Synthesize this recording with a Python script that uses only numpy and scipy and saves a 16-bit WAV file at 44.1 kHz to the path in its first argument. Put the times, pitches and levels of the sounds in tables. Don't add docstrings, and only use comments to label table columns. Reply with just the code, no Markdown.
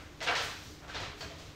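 import sys
import numpy as np
from scipy import signal
from scipy.fft import rfft, irfft
from scipy.io import wavfile
from scipy.ndimage import uniform_filter1d

SR = 44100
rng = np.random.default_rng(int(sys.argv[2]) if len(sys.argv) > 2 else 0)


def bounce(signal):
    frames = np.transpose(np.atleast_2d(signal))
    limited = np.clip(frames, -1, 1)
    pcm = np.round(limited * 32767).astype(np.int16)
    wavfile.write(sys.argv[1], SR, pcm)


N = 68355
T = np.arange(N) / SR
FREQS = np.maximum(np.fft.rfftfreq(2 * N, 1 / SR), 1)

# start_s, relative_level_db, chatter_s, body_db, edge_db, sizzle_db
KNOCKS = [(0.0, -19.5, 0.012, 1, -3, 8.5), (0.205, -14.5, 0.011, -2, 6, 1), (0.213, -12, 0.0097, 1, 2.5, 4),
          (0.226, -13, 0.0084, 6, 10, 16), (0.266, -5.5, 0.012, 6, 3.5, -17),
          (0.273, -0.5, 0.0057, -1, -3.5, -3), (0.283, 0, 0.0084, -0.5, -7, -32),
          (0.309, -1.5, 0.0067, 0, -14, 1.5), (0.353, -4, 0.01, -6.5, 7, 6),
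          (0.367, -8, 0.0056, -6, -4, -2), (0.385, -10.5, .025, 5.5, 5.5, 10),
          (0.424, -9.5, 0.058, -1.5, 3, 17), (0.506, -24, 0.024, -10, 5, 12),
          (0.822, -19.5, 0.046, 5.5, -9, -4), (0.882, -17.5, 0.036, 4, 2.5, 5),
          (0.898, -13, 0.019, -9, -8, 1), (0.938, -15.5, 0.02, 1, 6, 2),
          (0.946, -10.5, 0.0088, 3.5, 5.5, 0.5), (0.962, -14.5, .025, 3, -3, -8),
          (1.000, -13.5, 0.028, 7.5, 4.5, 9), (1.028, -16, 0.012, 4, 6, 0),
          (1.186, -33.5, 0.044, 19, 11, 18), (1.207, -14, 0.0066, 1.5, 2.5, 1),
          (1.227, -24, 0.012, 6.5, -18, 0), (1.300, -23.5, 0.069, 9.5, 7, 7),
          (1.385, -27, .04, 6.5, 12.5, 20), (1.46, -27, .04, -9, 5.5, 3)]
# frequency_hz, gain_db
CLACK_SPECTRUM = [(100, -23.5), (270, -14.5), (450, -2.5), (650, -2), (850, -2), (1400, 1), (1900, -1),
                  (2600, -3), (3300, -4), (4200, -7), (6500, -16), (9000, -31), (11000, -42), (13500, -38),
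                  (16000, -50)]
# pitch_hz, gain_db, t60_s
FRAME_MODES = [(604, -6, .4), (640, -3, .4), (703, 2, .5), (1008, -4, .4), (1080, -5, .45), (1312, -4, .5),
               (1352, -2, .65), (1453, -4, .65), (1503, -5, .6), (1807, -4, .65), (2228, -6, .5),
               (2473, -7, .45), (2626, -8, .5), (3215, -8, .55)]
# start_s, pitch_hz, level_db, decay_s
PINGS = [(0.209, 651, -39, .025), (0.211, 2030, -38, 0.038), (0.276, 2796, -28.5, 0.019),
         (0.285, 2263, -31, 0.023), (0.289, 702, -30.5, 0.024), (0.894, 1586, -42, 0.019),
         (0.949, 3690, -39.5, 0.013), (0.970, 4100, -40.5, 0.017), (1.208, 4520, -39.5, 0.0087),
         (1.226, 655, -39, 0.011), (1.227, 1625, -44, 0.017), (1.305, 671, -46, .025)]
# start_s, level_db
CLINKS = [(1.208, -44), (1.232, -51.5), (1.262, -53.5)]
# pitch_hz, gain_db, t60_s
HINGE_MODES = [(2530, -8, .3), (3160, -8, 0.42), (4200, -3, 0.27), (4545, -2, 0.23), (4500, -1, 0.15),
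               (5125, -5.5, 0.11), (5400, -7, 0.16), (6040, -10.5, .28), (6910, -14, .3), (7690, -13, 0.24)]
# start_s, level_db
THUMPS = [(0.269, -54), (0.35, -51), (0.43, -47), (0.675, -51), (0.954, -48.5), (1.005, -46.5),
          (1.066, -45.5), (1.13, -52.5), (1.198, -51.5), (1.252, -47), (1.379, -50)]
# pitch_hz, gain_db, t60_s
FLOOR_MODES = [(36, -7, .3), (62.4, -5.5, 0.48), (89.6, -2.5, 0.37), (107.4, -1.5, 0.2), (158.5, -5, 0.5),
               (271.5, -7.5, 0.24), (414.8, -5, 0.5)]
# peak_s, level_db, rise_s, fall_s
SCUFFS = [(0.44, -49, 0.049, 0.0062), (0.66, -55, 0.17, 0.064), (1.21, -53.5, 0.032, 0.022),
          (1.41, -63.5, 0.081, 0.094)]
# frequency_hz, gain_db
SCUFF_SPECTRUM = [(300, -17), (1500, -16), (4500, 6), (6500, 2.5), (8500, -6.5), (11000, -14), (13500, -8),
                  (16000, -15)]
# frequency_hz, t60_s
ROOM_T60 = [(100, 0.82), (600, 0.61), (1500, 0.65), (4000, 0.66), (8000, 0.48), (15000, 0.38)]
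# frequency_hz, gain_db
ROOM_TONE_SPECTRUM = [(20, -9), (40, -5.5), (62, 0), (100, 0.5), (150, -7.5), (210, -10.5), (310, -9),
                      (450, -13), (700, -17.5), (1500, -20.5), (4000, -25), (6500, -28.5), (10500, -44),
                      (13500, -40), (16000, -46)]
# pitch_hz, level_db
HUM = [(64, -61), (99, -71), (151, -63), (299, -62)]

BODY_HZ, MIDDLE_HZ, EDGE_HZ, SIZZLE_HZ = 560, 1480, 5200, 9900
CLACK_DB, CLACK_T60_S = 2, 0.011
CONTACT_S, CHATTER_PER_S, CHATTER_SHARE = 0.25, 500, 0.58
RING_DB, RING_RISE_S = -45, 0.01
PING_WAVER, PING_RISE_S, PING_ROOM_DB = 0.025, 0.0026, -9
DIRECT_DB, EARLY_DB, EARLY_T60_S, ROOM_BUILD_S = -7, -3, 0.24, 0.0023


def knocks(place_count=5):
    places, rings = np.zeros((place_count, N)), np.zeros(N)
    mode_hz, mode_db, _ = np.array(FRAME_MODES).T
    modes = np.array([fade(t60) * np.exp(2j * np.pi * hz * T) for hz, _, t60 in FRAME_MODES])
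    modes *= attack(RING_RISE_S)
    for k, (start, db, chatter_s, body_db, edge_db, sizzle_db) in enumerate(KNOCKS):
        tone = [(BODY_HZ, body_db), (MIDDLE_HZ, 0), (EDGE_HZ, edge_db), (SIZZLE_HZ, sizzle_db)]
        clack = conv(joint_chatter(chatter_s), colour(tone, size=512))
        places[k % place_count] += undb(db) * at(clack, start)
        phases = np.exp(2j * np.pi * rng.random(len(FRAME_MODES)))
        struck = undb(mode_db + over_hz(tone, mode_hz)) * phases
        rings += undb(db) * at((struck @ modes).imag, start)
    at_mic = sum(conv(place, room()) for place in places)
    clacks = conv(at_mic, unit(colour(CLACK_SPECTRUM, size=2048)))
    return undb(CLACK_DB) * clacks + undb(RING_DB) * rings


def joint_chatter(chatter_s):
    t = T[:int(CONTACT_S * SR)]
    hits = rng.random(len(t)) < CHATTER_PER_S / SR
    bounces = hits * rng.choice([-1, 1], len(t)) * np.exp(-t / chatter_s)
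    smear = flatten(rng.standard_normal(len(t)) * fade(CLACK_T60_S)[:len(t)], size=40)
    blows = np.sqrt(1 - CHATTER_SHARE) * (t == 0) + np.sqrt(CHATTER_SHARE) * unit(bounces)
    return flatten(conv(blows, smear)[:len(t)], size=70)


def pings():
    out = 0
    for start, hz, db, decay_s in PINGS:
        pitch = hz * (1 + PING_WAVER * noise([(250, 0), (1000, -37)]))
        envelope = attack(PING_RISE_S) * np.exp(-T / decay_s)
        out = out + undb(db) * at(np.sin(2 * np.pi * np.cumsum(pitch) / SR) * envelope, start)
    return out


def hinge():
    return sum(undb(db) * at(ring(HINGE_MODES) * attack(PING_RISE_S), start) for start, db in CLINKS)


def footfalls(rise_s=0.0033):
    return sum(undb(db) * at(ring(FLOOR_MODES) * attack(rise_s), start) for start, db in THUMPS)


def scuffs():
    swell = sum(undb(db) * np.exp(-((T - peak) / np.where(T < peak, rise, fall)) ** 2 / 2)
                for peak, db, rise, fall in SCUFFS)
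    return swell * noise(SCUFF_SPECTRUM)


def room():
    spectrum = rfft(rng.standard_normal(N), 2 * N)
    tail = 0
    for hz, t60 in ROOM_T60:
        band = over_hz([(f, f == hz) for f, _ in ROOM_T60], FREQS)
        tail = tail + irfft(spectrum * band)[:N] * fade(t60)
    early = rng.standard_normal(N) * fade(EARLY_T60_S)
    walls = (unit(tail) + undb(EARLY_DB) * unit(early)) * attack(ROOM_BUILD_S)
    return flatten(walls + undb(DIRECT_DB) * (T == 0))


def room_tone(rumble_db=-51):
    hum = sum(undb(db) * np.sqrt(2) * np.sin(2 * np.pi * (hz * T + rng.random())) for hz, db in HUM)
    return undb(rumble_db) * noise(ROOM_TONE_SPECTRUM) + hum


def ring(modes):
    return sum(undb(db) * fade(t60) * np.sin(2 * np.pi * (hz * T + rng.random()))
               for hz, db, t60 in modes)


def noise(points):
    return conv(rng.standard_normal(N), unit(colour(points)))


def colour(points, size=N):
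    hz = np.maximum(np.fft.rfftfreq(2 * size, 1 / SR), 1)
    cepstrum = irfft(np.log(undb(over_hz(points, hz))))
    cepstrum[1:size] *= 2
    cepstrum[size + 1:] = 0
    return irfft(np.exp(rfft(cepstrum)))[:size]


def flatten(x, size=900):
    spectrum = rfft(x, 2 * len(x))
    broad_shape = np.sqrt(uniform_filter1d(abs(spectrum) ** 2, size) + 1e-12)
    return unit(irfft(spectrum / broad_shape)[:len(x)])


def over_hz(points, hz):
    freqs, values = np.array(points, float).T
    return np.interp(np.log(hz), np.log(freqs), values)


def attack(rise_s):
    return 1 - np.exp(-T / rise_s)


def fade(t60):
    return np.exp(-np.log(1000) * T / t60)


def at(x, start):
    return np.concatenate([np.zeros(max(int(start * SR), 0)), x, np.zeros(N)])[:N]


def conv(a, b):
    return signal.fftconvolve(a, b)[:N]


def unit(x):
    return x / np.sqrt(np.sum(x ** 2) + 1e-18)


def undb(db):
    return 10 ** (np.asarray(db) / 20)


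def scene():
    slips = pings()
    reverberant = conv(scuffs() + undb(PING_ROOM_DB) * slips, room())
    return (knocks() + hinge() + slips + reverberant + footfalls() + room_tone())[None]


def record(dry):
    top_hz = 15700
    return signal.sosfilt(signal.ellip(10, .2, 70, top_hz, fs=SR, output="sos"), dry)


dry = scene()
out = record(dry)
bounce(out)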